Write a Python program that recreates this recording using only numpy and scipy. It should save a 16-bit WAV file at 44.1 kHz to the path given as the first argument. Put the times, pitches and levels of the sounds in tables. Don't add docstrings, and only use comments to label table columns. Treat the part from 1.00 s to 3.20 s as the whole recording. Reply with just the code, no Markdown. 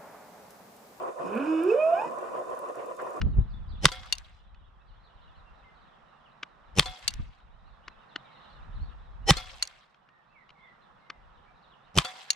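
import sys
import numpy as np
from scipy import signal
from scipy.fft import rfft, irfft
from scipy.io import wavfile
from scipy.ndimage import uniform_filter1d

SR = 44100
rng = np.random.default_rng(int(sys.argv[2]) if len(sys.argv) > 2 else 0)


def wrap_up_sound(samples):
    columns = np.atleast_2d(samples).T
    tamed = np.clip(columns, -1, 1)
    steps = np.round(tamed * 32767).astype(np.int16)
    wavfile.write(sys.argv[1], SR, steps)


N = 97020
TIME = np.arange(N) / SR
EDGE_HZ = 15600

# frequency in Hz, relative gain in dB.
SLOSH_SPECTRUM = [(35, -44), (60, -33), (336, -16), (373, -4.5), (415, -14.5), (453, -5), (530, -3.5),
                  (715, -6.5), (883, -18.5), (1020, -1), (1370, -18.5), (1470, -17), (1580, -28),
                  (1810, -24.5), (2200, -38), (2450, -29.5), (4000, -50), (5200, -48), (8800, -120)]
# time in seconds, level in dB.
SLOSH_LEVEL = [(0, -35.5), (.09, -33.5), (.155, -45), (.2, -33.5), (.28, -35), (.6, -37.5), (1.05, -35.5),
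               (1.13, -38), (1.25, -34), (1.31, -37.5), (1.37, -31), (1.45, -40.5), (1.52, -33.5),
               (1.59, -39), (1.7, -34.5), (1.735, -42.5), (1.78, -36), (1.87, -39.5), (1.915, -34.5),
               (1.965, -47.5), (2.0, -35.5), (2.07, -36.5), (2.2, -37)]
# frequency in Hz, correlation (-1 to 1).
SLOSH_LIKENESS = [(60, -.3), (150, 0), (300, 0), (550, 0.49), (1000, -.35), (1600, 0.15), (3000, 0)]
SLOSH_PAN_DB, PATCH_RMS_DB, FLICKER_RMS_DB = -0.74, 2, 1
BUBBLE_DB, BUBBLES_PER_S, BUBBLE_CYCLES = -8.5, 400, 12

# frequency in Hz, relative gain in dB.
HISS_SPECTRUM = [(20, 11), (60, 6), (300, -0.5), (3000, 2), (3400, -4.5), (3520, 4.5), (3590, 15.5),
                 (3680, 3), (4500, 3.5), (7000, 7.5), (9500, 4.5), (12000, -2.5), (15000, -7.5),
                 (15700, -5.5)]
HISS_DB, HISS_LIKENESS, HISS_PAN_DB = -64, .4, 0.9
# start in seconds, level in dB before SNAP_TRIM_DB, ring in Hz,
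# left over right in dB.
SNAPS = [(0.3534, -46, 8400, 4), (0.6358, -37.5, 9130, 2.0), (1.5915, -41, 10300, 6), (1.755, -50, 8840, 3),
         (1.8587, -47.5, 7800, 1.0), (1.9495, -53, 5500, 3.0), (2.021, -47, 7700, 3.0),
         (2.1058, -45, 6850, 2.0)]
SNAP_TRIM_DB, SNAP_DECAY_S, SNAP_RING_GAIN = -7.5, 0.0027, 1
CRACKLE_DB, CRACKLE_PER_S = -73.5, 190

# start in seconds, level in dB, centre in Hz,
# length in seconds (twice the rise time).
GULPS = [(0.181, -48, 1100, 0.026), (0.234, -37, 292, 0.034), (1.052, -44, 253.7, 0.046),
         (1.744, -48, 1240, 0.011), (1.779, -57, 2230, 0.04), (1.99, -41, 1300, 0.019),
         (2.144, -41.5, 340, 0.031)]

# time in seconds, pitch in Hz, level in dB.
CALL = [(0.2, 150.6, -55), (0.3, 193.7, -52), (0.35, 216.5, -33.0), (0.4, 278, -35.5), (0.44, 286.8, -35.5),
        (0.48, 316.1, -28.5), (0.53, 321.1, -30.0), (0.6, 320.8, -29.5), (0.65, 354.6, -24.5),
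        (0.69, 411.6, -24.5), (0.73, 472.2, -22.5), (0.77, 593, -28.5), (0.8, 614, -22.5),
        (0.86, 645.3, -23.5), (0.93, 682.7, -21), (0.96, 751.2, -38.5), (1.0, 838.4, -32.5),
        (1.05, 990, -36.5), (1.08, 996, -66)]
# time in seconds, level in dB.
THROAT = [(.24, -55.5), (.3, -44.5), (.37, -35), (.41, -48.5), (.46, -60)]
# (dB per octave above 2.5 kHz for overtones, dB above 4 kHz for rasp).
UPPER_VOICE = [(.18, -94, -64, 12), (.27, -65.5, -49, 6), (.37, -41.5, -45, -34), (.43, -49, -40, -2),
               (.5, -45.5, -51.5, 1.5), (.61, -42, -50, -4.5), (.66, -48.5, -48.5, -0.5),
               (.72, -42, -47.5, 3), (.76, -48.5, -48, -6), (.81, -35, -60.5, -14.5),
               (.87, -40.5, -51.5, -7.5), (.93, -46.5, -49.5, -4.5), (1.0, -37, -47.5, -4),
               (1.05, -53, -49, 5), (1.1, -72, -57, 16)]
# frequency in Hz, gain in dB.
BODY_RESONANCES = [(60, -41.5), (150, -10), (300, -6), (460, 3.5), (650, -5.5), (1000, -8), (1300, -7),
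                   (1450, -0.5), (1750, -14.5), (2050, -41), (2280, -13.5), (2400, -12), (2500, -1),
                   (2620, -12.5), (2760, -17), (2930, -13), (3100, -22.5), (3330, -44.5), (3560, -20.5),
                   (3900, -42), (4700, -35), (5250, -24), (5900, -39), (7000, -31.5), (9000, -41),
                   (12000, -51.5)]
# delay in seconds, gain (negative: the surface turns the wave over).
ECHOES = [(0.0194, -0.29), (0.0221, 0.43), (0.0237, -0.31), (0.03456, -0.21), (0.04164, 0.13),
          (0.04453, 0.17), (0.04714, 0.29)]
TONE_PAN_DB, OVERTONE_PAN_DB, OVERTONE_ECHO_GAIN = -4, -6.5, .5
JITTER_CYCLES = 0.014
ECHO_FADE_HZ, ECHO_LOSS_DB_PER_OCTAVE = 740, 11.5
TAIL_DB, TAIL_T60_S = -17, .3
SQUEAK_AT_S, SQUEAK_LENGTH_S, SQUEAK_DB = .706, .013, -33
SQUEAK_HZ, SQUEAK_GLIDE_HZ_PER_S = 2590, 5000


def amp(db):
    return 10 ** (np.asarray(db) / 20)


def unit(x):
    return x / np.sqrt(np.mean(x ** 2) + 1e-20)


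def at_hz(points, hz):
    f, value = np.transpose(points)
    return np.interp(np.log(hz + 1), np.log(f), value)


def curve(rows, axis=1):
    rows = np.array(rows)
    return np.interp(TIME, rows[:, 0], rows[:, axis])


def pan(db):
    return amp(np.array([[db], [-db]]) / 2)


def colour(x, points):
    return irfft(rfft(x) * amp(at_hz(points, np.fft.rfftfreq(N, 1 / SR))), N)


def add(mix, start_s, sound):
    part = mix[:, round(start_s * SR):][:, :sound.shape[1]]
    part += sound[:, :part.shape[1]]


def pair(z, likeness):
    likeness = np.clip(likeness, -1, 1)
    mid = np.sqrt((1 + likeness) / 2) * z[0]
    side = np.sqrt((1 - likeness) / 2) * z[1]
    return np.array([mid + side, mid - side])


def churn():
    frames, bins = N // 128 + 5, 257
    hz = np.fft.rfftfreq(512, 1 / SR)
    z = rng.standard_normal((2, frames, bins)) + 1j * rng.standard_normal((2, frames, bins))
    patches = uniform_filter1d(rng.standard_normal((frames, bins)), 9, axis=0)
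    patches = unit(uniform_filter1d(patches, 7, axis=1))
    spectra = pair(z, at_hz(SLOSH_LIKENESS, hz)) * amp(PATCH_RMS_DB * patches)
    return signal.istft(spectra, nperseg=512, noverlap=384, time_axis=1, freq_axis=2)[1][:, :N]


def bubbles():
    out, t = np.zeros((2, N)), TIME[:2048]
    notes_hz = np.linspace(300, 2800, 36)
    for hz in notes_hz:
        starts = rng.random(N) < BUBBLES_PER_S / len(notes_hz) / SR
        pops = starts * amp(2.4 * np.minimum(rng.exponential(1, N), 3))
        envelope = np.exp(-2 * hz * t / BUBBLE_CYCLES) * (1 - np.exp(-hz * t))
        ring = np.sqrt(hz) * np.sin(2 * np.pi * hz * t) * envelope
        sides = pair(rng.choice([-1., 1.], 2), at_hz(SLOSH_LIKENESS, hz))
        out += sides[:, None] * signal.oaconvolve(pops, ring)[:N]
    return out


def slosh():
    churning = unit(colour(churn(), SLOSH_SPECTRUM))
    bubbling = unit(colour(bubbles(), SLOSH_SPECTRUM))
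    water = unit(churning + amp(BUBBLE_DB) * bubbling)
    flicker = uniform_filter1d(rng.standard_normal(N), size=400)
    flicker = unit(uniform_filter1d(flicker, size=300))
    return pan(SLOSH_PAN_DB) * amp(curve(SLOSH_LEVEL) + FLICKER_RMS_DB * flicker) * water


def shrimp():
    snaps, t = np.zeros((2, N)), TIME[:600]
    high = signal.butter(2, 4500, "high", fs=SR, output="sos")
    for start_s, db, hz, side_db in SNAPS:
        crack = signal.sosfilt(high, pair(rng.standard_normal((2, len(t))), HISS_LIKENESS))
        crack = crack + SNAP_RING_GAIN * np.sin(2 * np.pi * hz * t)
        add(snaps, start_s, pan(side_db) * amp(db + SNAP_TRIM_DB) * crack * np.exp(-t / SNAP_DECAY_S))
    starts = rng.random(N) < CRACKLE_PER_S / SR
    far = starts * amp(12 * np.minimum(rng.exponential(1, N), 3.5))
    envelope = signal.oaconvolve(far, np.exp(-t / SNAP_DECAY_S))[:N]
    bursts = envelope * pair(rng.standard_normal((2, N)), HISS_LIKENESS)
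    crackle = unit(colour(signal.sosfilt(high, bursts), HISS_SPECTRUM))
    hiss = unit(colour(pair(rng.standard_normal((2, N)), HISS_LIKENESS), HISS_SPECTRUM))
    return snaps + pan(HISS_PAN_DB) * (amp(CRACKLE_DB) * crackle + amp(HISS_DB) * hiss)


def gulps():
    out, t = np.zeros((2, N)), TIME[:SR // 4]
    for start_s, db, hz, length_s in GULPS:
        band = signal.butter(2, [hz / 1.23, hz * 1.29], "band", fs=SR, output="sos")
        noise = pair(rng.standard_normal((2, len(t))), at_hz(SLOSH_LIKENESS, hz))
        burst = unit(signal.sosfilt(band, noise))
        u = 2 * t / length_s
        add(out, start_s, amp(db) * burst * u * np.exp(1 - u))
    return pan(SLOSH_PAN_DB) * out


def overtones(phase, hz, lift_db):
    rough = amp(np.minimum(curve(UPPER_VOICE, axis=2) - curve(UPPER_VOICE), 0))
    wander = unit(uniform_filter1d(rng.standard_normal(N), 200))
    shaky = phase + 2 * np.pi * JITTER_CYCLES * wander * rough
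    stack = np.zeros(N)
    for k in range(2, 36):
        octaves = np.clip(np.log2(k * hz / 2500), 0, 1.2)
        gain = amp(at_hz(BODY_RESONANCES, k * hz) + lift_db * octaves)
        stack += gain * (k * hz < EDGE_HZ) * np.cos(k * shaky)
    return np.sqrt(2) * stack


def rasp(phase, lift_db):
    puffs = unit(colour(rng.standard_normal(N) * (1 + 0.98 * np.cos(phase)), BODY_RESONANCES))
    high = signal.butter(4, 4000, "high", fs=SR, output="sos")
    return puffs + (amp(lift_db) - 1) * signal.sosfiltfilt(high, puffs)


def squeak():
    t = TIME - SQUEAK_AT_S
    envelope = np.exp(-(2 * t / SQUEAK_LENGTH_S) ** 2)
    blip = envelope * np.sin(2 * np.pi * (SQUEAK_HZ + SQUEAK_GLIDE_HZ_PER_S * t / 2) * t)
    return np.sqrt(2) * amp(SQUEAK_DB) * blip


def echoes(x):
    return sum(gain * np.interp(TIME - delay_s, TIME, x, left=0) for delay_s, gain in ECHOES)


def scatter(x):
    t = TIME[:SR // 2]
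    tail = rng.standard_normal((2, len(t))) * amp(-60 * t / TAIL_T60_S) * np.minimum(t / 0.09, 1)
    return amp(TAIL_DB) * signal.fftconvolve(x[None], tail / np.linalg.norm(tail[0]), axes=1)[:, :N]


def whale():
    hz, lift_db = curve(CALL), curve(UPPER_VOICE, axis=3)
    fade_in = np.clip((TIME - CALL[0][0]) / 0.011 + 1, 0, 1)
    fade_out = np.clip((CALL[-1][0] - TIME) / 0.016 + 1, 0, 1)
    sounding = fade_in * fade_out
    phase = 2 * np.pi * np.cumsum(hz) / SR

    fundamental = amp(curve(CALL, axis=2)) * np.sin(phase)
    throat = amp(curve(THROAT)) * np.sin(2 * phase)
    tone = np.sqrt(2) * (fundamental + throat) * sounding
    mirrored = amp(-ECHO_LOSS_DB_PER_OCTAVE * np.maximum(np.log2(hz / ECHO_FADE_HZ), 0))

    clean = amp(curve(UPPER_VOICE)) * overtones(phase, hz, lift_db)
    raspy = amp(curve(UPPER_VOICE, axis=2)) * rasp(phase, lift_db)
    upper = (clean + raspy) * sounding

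    low_part = pan(TONE_PAN_DB) * (tone + echoes(tone * mirrored))
    high_part = pan(OVERTONE_PAN_DB) * (upper + OVERTONE_ECHO_GAIN * echoes(upper) + squeak())
    return low_part + high_part + scatter(tone + upper)


def scene():
    return slosh() + shrimp() + gulps() + whale()


def record(dry):
    lowpass = signal.firwin(511, EDGE_HZ, window=("kaiser", 9), fs=SR)
    return signal.oaconvolve(dry, lowpass[None], "same")


dry = scene()
out = record(dry)
wrap_up_sound(out)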